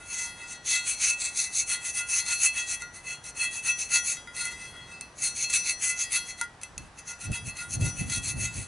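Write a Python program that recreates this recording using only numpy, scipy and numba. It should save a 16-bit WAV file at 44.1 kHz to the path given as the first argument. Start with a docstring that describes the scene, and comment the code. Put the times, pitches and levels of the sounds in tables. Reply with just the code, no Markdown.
"""From the start a steel putty knife scrapes old gasket off a steel axle flange in quick to-and-fro strokes, outdoors
near a wall: noise for the grit drives broad blade rattles and long thin flange modes, which a hand damps.
Now and then the knife taps the flange, or its edge catches as a stroke sets off: short blows with blade chatter.
Distant traffic, shaped noise, hisses and rumbles throughout; towards the end gusts, bursts of
low noise, buffet the microphone."""
import sys
import numpy as np
from scipy import signal
from scipy.fft import rfft, irfft
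from scipy.io import wavfile
from scipy.ndimage import uniform_filter1d
from numba import njit

SR = 44100
rng = np.random.default_rng(int(sys.argv[2]) if len(sys.argv) > 2 else 0)


def persist_wave(psi):
    """Save psi, clipped to +-1, as 16-bit WAV."""
    counts = np.round(np.clip(psi, -1, 1) * 32767).astype(np.int16)
    wavfile.write(sys.argv[1], SR, np.atleast_2d(counts).T)


def natural_amplitude(level_db):
    """Convert a level in decibels to a linear amplitude factor, elementwise."""
    exponent = np.asarray(level_db, float) / 20
    return 10 ** exponent


N = 382347
T = np.arange(N) / SR  # s

# To-and-fro strokes. Each row: fastest moment in seconds, drive on the blade in dB, length in seconds,
# bite into the bare steel (flange drive over blade drive) in dB.
STROKES = [(.003, -52.5, 0.061, 6), (0.189, -35, 0.19, -10), (0.408, -53.5, 0.094, 6.5),
           (0.523, -42, .1, -10.5), (0.74, -22.5, 0.11, -17), (0.902, -27.5, 0.096, -28),
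           (1.067, -23.5, .12, -20.5), (1.248, -28.5, .1, -21), (1.418, -25.5, 0.11, -20),
           (1.584, -24.5, 0.094, -32.5), (1.722, -24, 0.079, -15.5), (1.869, -31, 0.09, -11),
           (1.989, -32.5, 0.075, -6.5), (2.16, -22, 0.11, -19), (2.309, -24, 0.088, -14),
           (2.442, -24, .1, -21), (2.586, -30.5, 0.091, -9.5), (2.718, -28.5, 0.089, -22),
           (2.818, -43.5, 0.045, -3), (2.973, -42.5, 0.063, -11), (3.103, -36, 0.1, -9.5),
           (3.279, -34.5, 0.059, -18), (3.426, -33, 0.099, -5), (3.559, -34, 0.08, -13),
           (3.685, -26, 0.073, -12), (3.82, -31.5, 0.09, -23), (3.953, -21.5, 0.082, -13.5),
           (4.101, -25, 0.098, -22), (4.416, -32.5, 0.11, -9.5), (4.505, -47, 0.075, -0.5),
           (4.639, -44.5, 0.14, -4.5), (4.776, -60, 0.095, 13), (4.921, -55.5, 0.15, 4),
           (5.251, -30, 0.11, -15), (5.408, -27.5, 0.09, -21.5), (5.557, -21, .09, -29),
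           (5.688, -26.5, 0.082, -21), (5.874, -23.5, .099, -18.5), (6.016, -27.5, 0.074, -15.5),
           (6.157, -24.5, 0.08, -15.5), (6.297, -38, 0.065, -11), (6.415, -42.5, 0.066, -2.5),
           (6.634, -46, 0.03, -2.5), (6.845, -57.5, .077, -8), (6.993, -49, 0.051, -5),
           (7.104, -41, .074, -4), (7.234, -36, 0.065, -12.5), (7.352, -35, 0.064, -4),
           (7.48, -37, 0.057, -13.5), (7.604, -37, 0.082, -5), (7.731, -34.5, 0.063, -18),
           (7.857, -31.5, .089, -7.5), (8.0, -32.5, 0.084, -20), (8.14, -28.5, 0.093, -14.5),
           (8.284, -30.5, 0.093, -17.5), (8.436, -29.5, 0.1, -11), (8.593, -34.5, 0.12, -14)]
# How the knife leans. Each row: time in seconds, pitch factor of the edge rattle,
# drive of the blade's edge over its body in dB.
LEAN = [(0, 0.99, 2), (1.1, 0.97, -5), (1.7, .985, 3.2), (2.8, 1.004, 0.5), (3.2, 0.99, 3.5), (3.9, 1, 1.5),
        (4.5, .99, 2.5), (5.3, 0.98, 0), (6.2, 1.004, 0.3), (7.1, 1.014, 3.5), (8.0, 1.013, 5),
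        (8.67, 1.01, -2)]
# Nearness to the rim as the knife works round the flange. Each row: time in seconds, rim drive in dB.
RIM_REACH = [(0, -9.5), (.5, -11.5), (.9, -2.5), (1.4, -11.5), (2.2, -5), (2.7, -4.5), (3.3, -7),
             (3.75, -4), (4.4, -9), (5.3, -8), (5.62, -0.5), (6.0, -11), (7.1, -4.5), (7.9, -6.5),
             (8.4, -8.5), (8.67, -15)]
# Knocks of the knife on the flange. Each row: time in seconds, strength in dB,
# face push relative to that in dB, hardness (treble tilt) in dB per octave.
TAPS = [(.3894, -48, -24, 7), (2.8205, -28, -10, -7), (4.1694, -32.5, -3.5, 2.5), (4.2735, -42, 6.5, -3),
        (4.4533, -21, -26, -16), (4.7644, -46, 4.5, -1), (5.0095, -20.5, -26.5, 0.5), (5.5365, -15, -43, 6),
        (6.4121, -18.5, -5.5, -10), (6.614, -34, -19, 7), (6.633, -21.5, -28, 4), (6.7786, -22, -25, 0.5)]
# The edge catching on gasket as a stroke sets off. Each row: time in seconds, strength in dB.
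CATCHES = [(1.2021, -41), (3.2404, -37), (3.9045, -34), (4.3635, -30), (5.4992, -24.5), (5.8222, -29),
           (6.12, -26.5), (6.987, -41), (7.3165, -34.5), (7.568, -32), (7.8096, -35), (8.097, -25.5)]
# Broad rattles of the flexing blade. Each row: resting pitch in Hz, width in Hz, relative level in dB.
BLADE = [(2176, 316, -19.5), (2506, 1480, -19.5), (3410, 510, -26.5), (4280, 970, -16.5), (6342, 817, -5.5),
         (7706, 780, -13.5), (9570, 1270, -8.5), (10940, 1570, -17)]
# Flange face modes that sound together: one pitch in Hz per entry.
FACE_HZ = 939, 1419, 1927, 2025, 2829, 3322, 3774, 4918, 7014, 7787, 9654
# Their sound. Each row: relative level in dB, t60 in seconds before the hand acts, left minus right in dB.
FACE_MODES = [(-8, 0.17, 3.6), (-1.6, 0.3, 1.6), (-4, 0.62, 1.8), (-1, 0.23, 0.92), (-23, 0.39, .6),
              (-5.5, 0.47, 0.46), (-11.5, 0.23, 0.37), (-10.5, 0.38, .7), (-20, 0.6, 4.6), (-17, 0.73, 1.6),
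              (-10, 0.58, .4)]
# Flange rim modes that sound together: one pitch in Hz per entry.
RIM_HZ = 2625, 4250, 5935, 6381, 8355, 10920
# Their sound. Each row: relative level in dB, t60 in seconds before the hand acts, left minus right in dB.
RIM_MODES = [(6.5, 0.2, -1.4), (0, 0.24, 2), (-4, 0.5, 4.5), (-14, 0.1, 28), (-6.5, 0.16, -7),
             (-5.5, 0.23, 1)]
# The damping hand. Each row: time in seconds, factor on how fast the flange dies away.
HAND = [(0, 0.58), (2.7, 1.04), (4.2, 1.18), (4.95, 0.85), (6.3, 0.81), (6.45, 1.95), (7.1, 1.3),
        (8.67, 1.1)]
# Colour of the traffic hiss. Each row: frequency in Hz, relative density in dB per Hz.
TRAFFIC_COLOUR = [(18, -27), (30, 1), (91, 0.5), (443, -9), (802, -4), (1810, -10.5), (2000, -14),
                  (3120, -18), (11000, -15), (14300, -56), (22000, -120)]
# Stereo width of the hiss. Each row: frequency in Hz, side relative to mid in dB (shape only).
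TRAFFIC_SIDE = [(60, -24.5), (250, -17), (600, -11.5), (2000, -7.5), (8000, -9)]
# Colour of the traffic rumble. Each row: frequency in Hz, relative density in dB per Hz.
RUMBLE_COLOUR = [(20, -19), (60, 5.0), (125, 2.5), (250, -4.5), (500, -5.0), (2000, -52)]
# Swell of the rumble. Each row: time in seconds, mean level in dB.
SWELL = [(0, -59), (2.1, -61.5), (4.6, -56), (6.6, -62), (8.67, -64)]
# Gusts on the microphone. Each row: peak moment in seconds, strength in dB, length in seconds.
GUSTS = [(6.793, -43.5, 0.16), (7.097, -65, .14), (7.297, -32.5, 0.065), (7.474, -41.5, 0.13),
         (7.714, -43.5, 0.048), (7.853, -31, 0.17), (8.035, -39, 0.13), (8.05, -45, 0.68),
         (8.176, -41, 0.059), (8.383, -35.5, 0.15), (8.583, -37.5, .15)]
# Colour of the wind common to both channels. Each row: frequency in Hz, relative density in dB per Hz.
WIND_MID = [(15, -43), (25, -12.5), (113, 0.5), (286, -17), (454, -29), (800, -29), (1040, -56),
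            (1760, -120)]
# Colour of the wind that differs between channels. Each row: frequency in Hz, relative density in dB per Hz.
WIND_SIDE = [(15, -49), (25, -22), (81, -2), (245, -6), (334, -16), (1000, -25), (1300, -55), (2200, -120)]

EDGE_HZ = 8000  # blade rattles above this belong to the edge, the rest to the body
RIM_PER_BITE = 0.44  # the rim rings with part of the bite that rings the face
TAP_EDGE_DB, TAP_RIM_DB, TAP_CHATTER_S = 3.5, -23, 0.0019
CATCH_EDGE_DB, CATCH_FACE_DB, CATCH_RIM_DB = 4, -13, -22
CATCH_HARD_DB, CATCH_CHATTER_S = 4, 0.0077  # dB per octave, s
MID, SIDE = np.array([[1], [1]]), np.array([[1], [-1]])  # left and right alike, left and right opposed


def curve(rows, column=1):
    """Straight lines in time along one column of a table."""
    columns = np.transpose(rows)
    return np.interp(T, columns[0], columns[column])


def unit(x):
    """Scaled to rms 1."""
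    return x / np.sqrt(np.mean(x ** 2))


def noise(colour):
    """Noise of rms 1 shaped by (Hz, dB) points, joined along log frequency."""
    hz, db = np.transpose(colour)
    f = np.arange(N // 2 + 1) * SR / N + 1
    shape = natural_amplitude(np.interp(np.log(f), np.log(hz), db))
    return unit(irfft(rfft(rng.standard_normal(N)) * shape, N))


def walk(rate):
    """Random levels of rms 1, a new one every 1 / rate s, with sloping joins."""
    k = int(SR / rate)
    steps = np.repeat(rng.standard_normal(N // k + 1), k)
    return unit(uniform_filter1d(steps, k)[:N])


def hump(s, length, share, shape):
    """Where an event lies, and its gain there: 10 dB under the peak at both ends of its length."""
    rise, fall = share * length, (1 - share) * length
    near = slice(max(int((s - 3 * rise) * SR), 0), int((s + 3 * fall) * SR))
    lag = (T[near] - s) / np.where(T[near] < s, rise, fall)
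    return near, natural_amplitude(-10 * np.abs(lag) ** shape)


@njit
def ring(force, hz, decay):
    """One mode with moving pitch and decay (per s); white force of rms 1 gives rms near 1."""
    out, z = np.empty(len(force)), 0j
    for i in range(len(force)):
        z = z * np.exp((2j * np.pi * hz[i] - decay[i]) / SR) + force[i]
        out[i] = z.imag
    return out * np.sqrt(4 * decay.mean() / SR)


def rubbing():
    """Friction of the sliding edge on blade body, blade edge, face modes and rim modes, stroke by stroke."""
    rub = np.zeros((4, N))
    for s, db, length, bite in STROKES:
        # share: part of a stroke before its fastest moment; shape: flatness of its top
        near, gain = hump(s, length, share=0.54, shape=2.18)
        rub[:, near] += natural_amplitude(db + np.array([[0], [0], [bite], [RIM_PER_BITE * bite]])) * gain
    edge_db = curve(LEAN, column=2)
    rub[:2] *= natural_amplitude(np.array([-edge_db, edge_db]) / 2)
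    rub[3] *= natural_amplitude(curve(RIM_REACH))
    blade_and_flange = grit(depth_db=2.0, chip_db=5.0)
    return rub * np.repeat(blade_and_flange, 2, axis=0) + 1e-18


def grit(depth_db, chip_db):
    """Friction forces on blade and flange: noise that catches and slips every few ms, with lone chips breaking off."""
    slips = natural_amplitude(depth_db * (0.5 * walk(180) + 0.78 * walk(45)))
    chip_here = rng.random(N) < 300 / SR  # 300 chips a second on average
    chips = chip_here * natural_amplitude(chip_db + 4.1 * np.minimum(rng.exponential(size=N), 2))
    return unit(slips * rng.standard_normal((2, N)) * (1 + chips))


def blade(force):
    """Broad resonances with dark valleys between; they slide a little as the blade bends."""
    out, bend, lean = 0, 1 + 0.014 * walk(9), curve(LEAN)
    for k, (hz, width, db) in enumerate(BLADE):
        edge = int(hz > EDGE_HZ)
        pitch = hz * bend * lean ** edge
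        decay = np.full(N, np.pi * width)
        once = ring(force[edge], pitch, decay)
        twice = ring(once, pitch, decay) * np.sqrt(width / SR)
        # neighbouring modes swing in opposite sense
        out = out + (-1) ** k * natural_amplitude(db + 2.63 * walk(14)) * twice
    return natural_amplitude(9.0) * out


def blows():
    """Taps and catches as rows (s, strength dB, edge dB, face dB, rim dB, hardness dB per octave, chatter s)."""
    taps = [(s, db, TAP_EDGE_DB, face, TAP_RIM_DB, hard, TAP_CHATTER_S) for s, db, face, hard in TAPS]
    catches = [(s, db, CATCH_EDGE_DB, CATCH_FACE_DB, CATCH_RIM_DB, CATCH_HARD_DB, CATCH_CHATTER_S)
               for s, db in CATCHES]
    return taps + catches


def chatter():
    """After each blow the body and edge of the blade bounce for a few ms: fading noise."""
    out, length = np.zeros((2, N)), 1500
    for s, db, edge, _, _, _, fade in blows():
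        start = int(s * SR)
        bounce = rng.standard_normal(length) * np.exp(-T[:length] / fade)
        out[:, start:start + length] += natural_amplitude(db + np.array([[-edge / 2], [edge / 2]])) * bounce
    return out


def flange(rub):
    """Long thin modes, rubbed at a shifting point and struck by the blows; each radiates its own way."""
    out, hand = 0, curve(HAND)
    s, strength_db, _, face_db, rim_db, hard_db, _ = np.transpose(blows())
    struck = (s * SR).astype(int)
    families = [(FACE_HZ, FACE_MODES, rub[0], face_db), (RIM_HZ, RIM_MODES, rub[1], rim_db)]
    for pitches, modes, force, blow_db in families:
        for hz, (db, t60, pan_db) in zip(pitches, modes):
            push = force * natural_amplitude(2.37 * walk(6))
            # a soft blow strikes the lower modes harder and misses the upper modes
            push[struck] += natural_amplitude(21.5 + strength_db + blow_db + hard_db * np.log2(hz / 2000))
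            tone = ring(push, np.full(N, 1. * hz), hand * np.log(1000) / t60)
            out = out + natural_amplitude(db + SIDE * pan_db / 2) * tone
    return out


def yard(x, t60, wet_db, far_t60, far_db):
    """Short scatter off the ground and the axle, a faint longer tail off the walls; different in each channel."""
    t = T[:SR // 2]
    fade = 1000. ** (-t / t60) + natural_amplitude(far_db) * 1000. ** (-t / far_t60)
    tail = rng.standard_normal((2, len(t))) * fade * (t > .0015)
    tail /= np.linalg.norm(tail, axis=1)[:, None]
    return x + natural_amplitude(wet_db) * signal.fftconvolve(x, tail, axes=1)[:, :N]


def traffic():
    """Far hiss, wider in the treble, over a swelling rumble."""
    side_hz, side_db = np.transpose(TRAFFIC_SIDE)
    side = [(hz, db + np.interp(np.log(hz), np.log(side_hz), side_db)) for hz, db in TRAFFIC_COLOUR]
    hiss = natural_amplitude(-53) * (noise(TRAFFIC_COLOUR) + natural_amplitude(-9.0) * noise(side) * SIDE)
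    # the treble, much softened, comes and goes with the air
    treble = signal.sosfilt(signal.butter(2, 2800, "high", fs=SR, output="sos"), hiss)
    air = natural_amplitude(3.7 * walk(4) - 17)
    rumble = natural_amplitude(curve(SWELL) + 0.95 * walk(2.97)) * noise(RUMBLE_COLOUR)
    return hiss + (air - 1) * treble + rumble


def wind():
    """Eddies thump on the microphone as bursts of low noise, mostly alike in both channels in the bass."""
    gust = np.zeros(N)
    for s, db, length in GUSTS:
        near, gain = hump(s, length, share=0.51, shape=1.38)
        gust[near] += natural_amplitude(db) * gain
    eddies = noise(WIND_MID) * MID + natural_amplitude(-8.5) * noise(WIND_SIDE) * SIDE
    return gust * natural_amplitude(3.3 * walk(30)) * eddies


def scene():
    """Knife and flange in the yard, over traffic and wind."""
    rub = rubbing()
    knife = blade(rub[:2] + chatter()) * natural_amplitude(0.6 * SIDE)  # a little to the left
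    # small steel parts radiate little bass
    high_pass = signal.butter(4, 1200, "high", fs=SR, output="sos")
    steel = signal.sosfilt(high_pass, knife + flange(rub[2:]))
    return yard(steel, t60=0.098, wet_db=-13.5, far_t60=0.68, far_db=-23.5) + traffic() + wind()


def top_cut(x):
    """A second steep cut: nothing passes above about 12.4 kHz."""
    return signal.sosfilt(signal.butter(12, 12360, fs=SR, output="sos"), x)


def record(dry):
    """The recorder cuts the top steeply above 11 kHz."""
    low_pass = signal.ellip(14, .3, 90, 11010, fs=SR, output="sos")
    mix = signal.sosfilt(low_pass, dry)
    return top_cut(mix)


dry = scene()
out = record(dry)
persist_wave(out)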